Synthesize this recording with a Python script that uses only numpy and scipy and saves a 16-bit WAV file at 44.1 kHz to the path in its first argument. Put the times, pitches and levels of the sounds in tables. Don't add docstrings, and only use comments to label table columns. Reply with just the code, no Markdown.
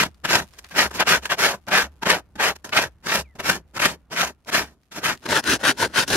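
import sys
import numpy as np
from scipy import signal
from scipy.fft import rfft, irfft, next_fast_len
from scipy.io import wavfile
from scipy.ndimage import map_coordinates

SR = 44100
rng = np.random.default_rng(int(sys.argv[2]) if len(sys.argv) > 2 else 0)


def dump_mix(stems):
    frames = np.atleast_2d(stems).T
    limited = np.clip(frames, -1, 1)
    pcm = np.round(limited * 32767).astype(np.int16)
    wavfile.write(sys.argv[1], SR, pcm)


N = 271656
TIME = np.arange(N) / SR


def amp(db):
    return 10 ** (np.asarray(db) / 20)


def rms(x):
    return np.sqrt(np.mean(x ** 2) + 1e-20)


def along(points, hz):
    f, v = np.transpose(points)
    return np.interp(np.log(hz + 1), np.log(f + 1), v)


def wobble(rate):
    return map_coordinates(rng.standard_normal(int(N * rate / SR) + 4), [TIME * rate])


def filtered(x, response):
    size = next_fast_len(N + 8192)
    return irfft(rfft(x, size) * response(np.fft.rfftfreq(size, 1 / SR)), size)[..., :N]


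def equalised(x, curve):
    return filtered(x, lambda hz: amp(along(curve, hz)))


def shifting(x, depth_db, width_hz, hold_s):
    hz, t, spectrum = signal.stft(x, SR, nperseg=1024)
    grid = np.meshgrid(np.sqrt(hz * 1500) / width_hz * 2, t / hold_s, indexing="ij")
    field = map_coordinates(rng.standard_normal((256, 512)), grid, mode="wrap")
    depth = depth_db * along([(200, 0.58), (1500, 0.78), (4000, 0.61), (12000, .6)], hz)[:, None]
    return signal.istft(spectrum * amp(depth * field), SR, nperseg=1024)[1][:, :N]


def grit(rate, spread_db, dust_db):
    count = int(rate * N / SR)
    sizes = rng.standard_normal((2, count)) * amp(spread_db * rng.standard_normal((2, count)))
    cracks = np.array([np.bincount(rng.integers(0, N, count), train, N) for train in sizes])
    return cracks / rms(cracks) + amp(dust_db) * rng.standard_normal((2, N))


def scrape(spectrum, resonances, balance, likeness, lead):
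    def colour(hz):
        lift_db = sum(db / (1 + ((hz - centre) / (width / 2)) ** 2) for centre, width, db in resonances)
        turn = np.arccos(np.clip(along(likeness, hz), 0, 1)) / 2
        return amp(along(spectrum, hz) + lift_db) * [np.cos(turn), np.sin(turn)]

    def microphones(hz):
        side = np.array([[.5], [-.5]])
        return amp(side * along(balance, hz)) * np.exp(1j * side * along(lead, hz))

    def below(edge_hz):
        return filtered(pair, lambda hz: 1 / (1 + (hz / edge_hz) ** 6))

    def level(low_hz, high_hz):
        return rms(filtered(pair.mean(0), lambda hz: (hz > low_hz) & (hz < high_hz)))

    grains = grit(rate=14000, spread_db=1.5, dust_db=-2)
    grains = shifting(grains, depth_db=3.0, width_hz=160, hold_s=.05)
    common, apart = filtered(grains, colour)
    pair = filtered(np.array([common + apart, common - apart]), microphones)
    low, middle, high = below(380), below(1150), below(4060)
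    rasp = (high - middle) / level(1200, 3500)
    hiss = (pair - high) / level(5000, 15000)
    body = (middle - low) / level(350, 1100)
    thrum = low / level(110, 300)
    return np.array([rasp, hiss, body, thrum])


EFFORT_SHARE = [1, 0.9, 0.73, .54]
BAND_DRIFT = [-2.5, 35.5, 32, 45.5]
def rubbing(pushes, grip, brake, sag_db_per_s):
    touch_s, climb_db, braking_db = .004, 40, 30
    power = np.zeros((4, N))
    for start, rise, fall, rasp_db, hiss_db, body_db, thrum_db, *_ in pushes:
        span = slice(*np.searchsorted(TIME, [start - touch_s, start + rise + 2 * fall]))
        touch = np.clip(1 + (TIME[span] - start) / touch_s, 0, 1)
        since_peak = TIME[span] - start - rise
        before, after = np.maximum(-since_peak, 0), np.maximum(since_peak, 0)
        effort_db = -climb_db * (before / rise) ** grip
        effort_db -= sag_db_per_s * after + braking_db * (after / fall) ** brake
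        colour_db = np.array([[0], [hiss_db], [body_db], [thrum_db]]) + np.outer(BAND_DRIFT, since_peak)
        power[:, span] += (touch * amp(rasp_db + colour_db + np.outer(EFFORT_SHARE, effort_db))) ** 2
    return power


# f/Hz, relative level/dB
SPECTRUM_BESIDE = [(25, -11.5), (45, -16.5), (110, -1.5), (300, 1), (800, 0.5), (1130, 0), (2100, 1),
                   (3000, 0.5), (3700, -1.5), (5600, -3), (7500, -6.5), (9000, -10), (12000, -11),
                   (15500, -24)]
SPECTRUM_FRONT = [(25, -25.5), (70, -6.5), (130, 1), (290, 9), (520, 5), (1130, 2.5), (1550, 1.5),
                  (2150, -0.5), (3000, 2), (6000, -3), (7600, -7.5), (9200, -7.5), (12500, -15.5),
                  (15500, -23)]
# f/Hz, width/Hz, lift/dB
FOAM_BESIDE = [(179.3, 52, 7.5), (394, 20, 6.5), (623, 180, 4), (900, 100, 3.5), (984, 39, 3),
               (1285, 280, 3.5), (1564, 200, 5.5), (1826, 290, 5), (2500, 640, 1.5)]
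FOAM_FRONT = [(113, 50, 3.65), (393, 53, 4), (613, 110, 4.1), (910, 81, 6.6), (1434, 150, 5.4),
              (1597, 320, 8.3), (1830, 200, 2.8), (2800, 530, 1.5)]
# f/Hz, level/dB
BALANCE_BESIDE = [(60, 0.5), (99, -2), (160, -2.5), (270, -3), (450, 0.5), (740, -1), (1220, 5.5),
                  (2010, 3), (3330, 0.5), (5500, -4.5), (9080, -2.5), (15000, 4.5)]
BALANCE_FRONT = [(60, 1), (99, -2), (160, -1.5), (270, 0), (450, -0.5), (740, 0), (1220, 5.0), (2010, 5),
                 (3330, 0), (5500, 3.5), (9080, 0.5), (15000, 2)]
# f/Hz, coherence/(0-1)
LIKENESS_BESIDE = [(100, 0.94), (400, 0.97), (900, 0.91), (1700, 0.7), (2050, 0.7), (2500, 0.6),
                   (5500, 0.43), (15000, 0.4)]
LIKENESS_FRONT = [(100, 0.94), (400, 0.97), (900, 0.85), (1700, 0.69), (2100, 0.66), (5000, 0.28),
                  (15000, 0.25)]
# f/Hz, phase/rad
LEAD_BESIDE = [(150, -.27), (270, -.22), (400, 0), (520, -.15), (700, .05), (1290, -.1), (2100, -1.5),
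               (2450, -.9), (3800, -2.9), (5800, -3), (7600, -2.3), (9200, -3.3), (11000, -4),
               (14000, -6.2)]
LEAD_FRONT = [(150, -.15), (500, -.15), (1000, .05), (1330, 1.1), (2000, -.5), (3000, -.3), (4000, 1.1),
              (6000, -.3), (15000, -.2)]
# t/s, speeding up/s, slowing down/s, rasp level/dB,
# then over the rasp hiss/dB, body/dB, thrum/dB, then the panel's boom delay/s, boom level/dB
STROKES = [(-0.091, 0.081, 0.1, -12.5, -12.5, -10, -17.5, 0.14, -43.5),
           (0.255, 0.084, 0.12, -18.5, -10, -7.5, -13, 0.16, -44),
           (0.736, 0.073, 0.084, -17.0, -10, -6, -14, 0.13, -39),
           (0.976, 0.038, 0.028, -17.5, -19, -4.5, -27.5, 0.06, -52),
           (1.045, 0.079, 0.079, -17.5, -9, -5.5, -19.0, 0.14, -40),
           (1.286, 0.037, 0.036, -22, -12.5, -8.0, -24.5, 0.025, -57.5),
           (1.358, 0.1, 0.13, -18.5, -11, -5, -18.5, 0.14, -50),
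           (1.686, 0.1, 0.095, -17.5, -12, -5.0, -21, 0.17, -40),
           (2.035, 0.079, 0.1, -19, -11.5, -3.5, -19, 0.101, -52),
           (2.377, 0.08, 0.084, -18.0, -12, -5.5, -20, 0.12, -45.5),
           (2.716, 0.068, 0.11, -18.5, -11.0, -4, -17, 0.16, -49),
           (3.028, 0.12, 0.091, -23.5, -8.5, -5.5, -14, 0.172, -37.5),
           (3.411, 0.086, 0.11, -23.5, -8.5, -5, -10.5, 0.16, -45.5),
           (3.792, 0.056, 0.12, -20, -10.5, -7, -15, 0.12, -44.5),
           (4.125, 0.095, 0.11, -22.5, -9, -6, -16, 0.143, -46.5),
           (4.496, 0.076, 0.089, -21.0, -8.5, -5.5, -13.5, 0.12, -41.5),
           (5.006, 0.081, 0.08, -23.5, -9, -4.5, -10.5, 0.12, -58),
           (5.266, 0.11, 0.039, -20, -9.5, -6.5, -15.5, 0.089, -52),
           (5.42, 0.11, 0.05, -20.0, -7.0, -7, -10.5, 0.082, -37),
           (5.616, 0.078, 0.04, -18.0, -8, -8, -13, 0.088, -60),
           (5.794, 0.041, 0.047, -21.5, -7.5, -4.0, -8.5, 0.075, -47),
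           (5.923, 0.078, 0.057, -18, -8.5, -9.5, -17.5, 0.13, -54),
           (6.059, 0.13, 0.089, -19.5, -3.5, -11, -4.5, 0.071, -42)]
SCUFFS = [(0.236, 0.02, 0.022, -21.5, -12.5, -3, -7.5), (0.488, 0.086, 0.12, -58.5, -6, -1, -11),
          (0.579, 0.013, 0.015, -40.5, -3, -7.0, -21), (0.638, 0.0065, 0.047, -45, -14, -11, -20.0),
          (0.696, 0.029, 0.022, -40, -7.5, -7, -8), (0.9, 0.07, 0.09, -36.5, -3, -2.5, -3.5),
          (0.903, 0.012, 0.016, -40, -5, 4, -7.5), (1.058, 0.019, 0.036, -22, -13, -14, -20),
          (1.211, 0.027, 0.11, -40.5, -6.5, -3.0, -10), (1.25, 0.0076, 0.025, -27.5, -9, -5.5, -25.5),
          (1.376, 0.018, 0.079, -21.5, -9, -3, -24), (1.666, 0.023, 0.025, -30, -14.5, -1, -6.5),
          (1.706, 0.016, 0.085, -24, -17, -6, -14.5), (2.013, 0.022, 0.015, -28.5, -12.5, -0.5, -7.5),
          (2.053, 0.006, 0.078, -24, -17, -2, -9.5), (2.353, 0.0038, 0.03, -45, -5, -1, 5),
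          (2.383, 0.023, 0.029, -24.5, -20, -0.5, -19), (2.549, 0.016, 0.0087, -44, 0.5, -1, -2.5),
          (2.641, 0.0055, 0.066, -40.5, -2, 1, -5), (2.684, 0.01, 0.019, -46.5, -8, 3.0, 7),
          (2.717, 0.017, 0.045, -23, -18, -9, -19), (3.055, 0.016, 0.021, -28.5, -8.5, -7, -3.5),
          (3.35, 0.0071, 0.042, -54, -4.5, 6.5, 4.5), (3.381, 0.024, 0.025, -31, -11.5, -1, -2.5),
          (3.736, 0.046, 0.0089, -30.5, -5, -0.5, -7.5), (3.786, 0.016, 0.02, -23, -13, -8, -17),
          (4.099, 0.036, 0.034, -33, -6.5, 1.5, -6.5), (4.458, 0.044, 0.0054, -32.5, -7, -0.5, -9),
          (4.635, 0.01, 0.085, -44, -7.5, -3.5, -6.5), (4.908, 0.013, 0.15, -45, -4, -3.5, -9.5),
          (4.931, 0.056, 0.032, -37.5, -3.5, -3, -3.5), (5.034, 0.01, 0.061, -23.5, -8.5, -19, -26),
          (5.203, 0.05, 0.047, -47, -5, 0, -8.0), (5.25, 0.011, 0.028, -28, -10, -5, -8.5),
          (5.264, 0.058, 0.039, -25.5, -5, 0.5, -4.5), (5.433, 0.0092, 0.008, -37, -2, -19, -12),
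          (5.568, 0.055, 0.008, -40.5, -6, 1, -9), (5.629, 0.012, 0.032, -23.5, -9, -6, -14.5),
          (5.685, 0.079, 0.02, -58, -3, 0, 10), (5.759, 0.048, 0.055, -27, -4, -6, -9),
          (5.838, 0.081, 0.014, -52.5, -6, 2.5, 2.5), (6.074, 0.0085, 0.063, -36, 2, -1, -5),
          (6.098, 0.0071, 0.085, -24.5, -7, -2, -5.5)]
# t/s, rasp level/dB
SNAGS = [(0.342, -20), (0.991, -21.5), (2.09, -21), (3.142, -19.5), (3.485, -17), (3.841, -16.5),
         (4.202, -17.5), (5.986, -35)]
def sanding(in_front_s):
    beside = scrape(SPECTRUM_BESIDE, FOAM_BESIDE, BALANCE_BESIDE, LIKENESS_BESIDE, LEAD_BESIDE)
    in_front = scrape(SPECTRUM_FRONT, FOAM_FRONT, BALANCE_FRONT, LIKENESS_FRONT, LEAD_FRONT)
    bands = np.where(TIME < in_front_s, beside, in_front)
    snags = [(start, .016, .012, db, -6.5, -11.5, -12.5) for start, db in SNAGS]
    stroke_power = rubbing(STROKES, grip=3.04, brake=4.17, sag_db_per_s=207.5)
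    scuff_power = rubbing(SCUFFS + snags, grip=2.19, brake=0.98, sag_db_per_s=-0.5)
    slip_db = 1.15 * wobble(90) + 1.1 * wobble(350)
    patch_db = 1.45 * np.array([wobble(80) for _ in bands])
    envelopes = amp(patch_db) * np.sqrt(stroke_power + scuff_power)
    return amp(slip_db) * np.sum(bands * envelopes[:, None], axis=0)


# t/s, crumb level/dB, background level/dB (also for panel and air)
QUIET_LEVELS = [(0, -74, -58), (.6, -59, -59.5), (1.3, -66.5, -64), (1.95, -71, -56.5), (2.6, -77, -60),
                (3.3, -74, -59.5), (4.05, -77, -59.5), (4.85, -75, -66), (5.2, -62, -63),
                (6.16, -68, -58.5)]
def crumbs(rate, spread_db):
    times, crumb_db, _ = np.transpose(QUIET_LEVELS)
    colour = [(300, -5.5), (2500, 4.0), (6000, -1.5), (12000, -3.5), (16000, -15.5)]
    crackle = equalised(grit(rate, spread_db, dust_db=-12.0), colour)
    return amp(np.interp(TIME, times, crumb_db) + 2.5 * wobble(25)) * crackle / rms(crackle)


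def panel(mode_hz, drift_rad):
    hum_db, swell_s, t60_s = -1.5, 0.036, .36
    times, _, background_db = np.transpose(QUIET_LEVELS)
    power = amp(np.interp(TIME, times, background_db) + hum_db + 2.7 * wobble(16)) ** 2
    for start, *_, delay, boom_db in STROKES:
        since_peak = TIME - start - delay
        swell = np.clip(1 + since_peak / swell_s, 0, 1)
        power += (swell * amp(boom_db - 60 * np.maximum(since_peak, 0) / t60_s)) ** 2
    return np.sqrt(2 * power) * np.sin(2 * np.pi * mode_hz * TIME + drift_rad * wobble(22))


# f/Hz, relative level/dB
AIR_SPECTRUM = [(25, -3), (60, 10.5), (100, 4), (250, -2), (500, -11.5), (1200, -14.5), (1800, -20.5),
                (3000, -29.5), (6000, -37.5), (15000, -43)]
def air(apart_db):
    times, _, background_db = np.transpose(QUIET_LEVELS)
    noise = rng.standard_normal(N) + amp(apart_db) * rng.standard_normal((2, N))
    noise = equalised(shifting(noise, depth_db=1.5, width_hz=200, hold_s=0.32), AIR_SPECTRUM)
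    return amp(np.interp(TIME, times, background_db)) * noise / rms(noise)


# f/Hz, t60/s
YARD_DECAY = [(100, 0.41), (500, 0.37), (2000, 0.24), (10000, 0.09)]
def yard(direct):
    hz, t, spectrum = signal.stft(rng.standard_normal((2, SR // 2)), SR, nperseg=256)
    decay = amp(-60 * t / along(YARD_DECAY, hz)[:, None])
    tail = signal.istft(spectrum * decay, SR, nperseg=256)[1]
    reflected = signal.fftconvolve(direct, tail / np.linalg.norm(tail[0]), axes=1)[:, :N]
    return equalised(reflected, [(150, -19.5), (500, -38.5), (1500, -35.5), (10000, -25.5)])


# t/s, level before colouring/dB
TICKS = [(0.145, -48), (0.2446, -34), (0.5367, -40.5), (0.645, -32), (0.8986, -45), (1.668, -39),
         (2.647, -34), (2.693, -31), (3.354, -48.5), (3.389, -39), (4.4481, -46.5), (4.8332, -53.5),
         (5.151, -35.5), (5.175, -39), (5.2898, -20), (5.44, -23), (6.0782, -20), (6.103, -16)]
def ticks(t60_s):
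    track = np.zeros((2, N + SR))
    t = np.arange(SR // 20) / SR
    for start, db in TICKS:
        burst = 0.72 * rng.standard_normal(len(t)) + .6 * rng.standard_normal((2, len(t)))
        first = round(start * SR)
        track[:, first:first + len(t)] += amp(db - 60 * t / t60_s) * burst
    return equalised(track, [(200, -5.5), (1800, 3.5), (5000, 2.5), (7500, -3.5), (15000, -14.0)])


# t/s, f/Hz, level/dB
CHIRP_GLIDE = [(3.235, 2830, -70), (3.256, 2400, -55), (3.28, 2120, -63), (3.305, 2040, -60.5),
               (3.33, 1920, -67), (3.35, 1610, -72)]
def chirp(edge_s):
    times, hz, db = np.transpose(CHIRP_GLIDE)
    phase = 2 * np.pi * np.cumsum(np.interp(TIME, times, hz)) / SR + .3 * wobble(250)
    gate = np.clip(np.minimum(TIME - times[0], times[-1] - TIME) / edge_s + .5, 0, 1)
    return gate * amp(np.interp(TIME, times, db) + 1.5 * wobble(120)) * np.sin(phase)


def scene():
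    work = sanding(in_front_s=5.2) + ticks(t60_s=0.016) + crumbs(rate=320, spread_db=1.0)
    return (work + yard(work) + panel(mode_hz=68.6, drift_rad=0.97)
            + chirp(edge_s=.003) + air(apart_db=-10.5))


def record(dry):
    ceiling, notch_hz, half_width_hz, top_hz = .85, 7820, 78, 15850
    rounded = dry / (1 + np.abs(dry / ceiling) ** 5) ** (1 / 5)
    notch = lambda hz: 1 - 1 / (1 + ((hz - notch_hz) / half_width_hz) ** 2)
    band_limit = lambda hz: 1 / (1 + (hz / top_hz) ** 160)
    return filtered(rounded, lambda hz: notch(hz) * band_limit(hz))


dry = scene()
out = record(dry)
dump_mix(out)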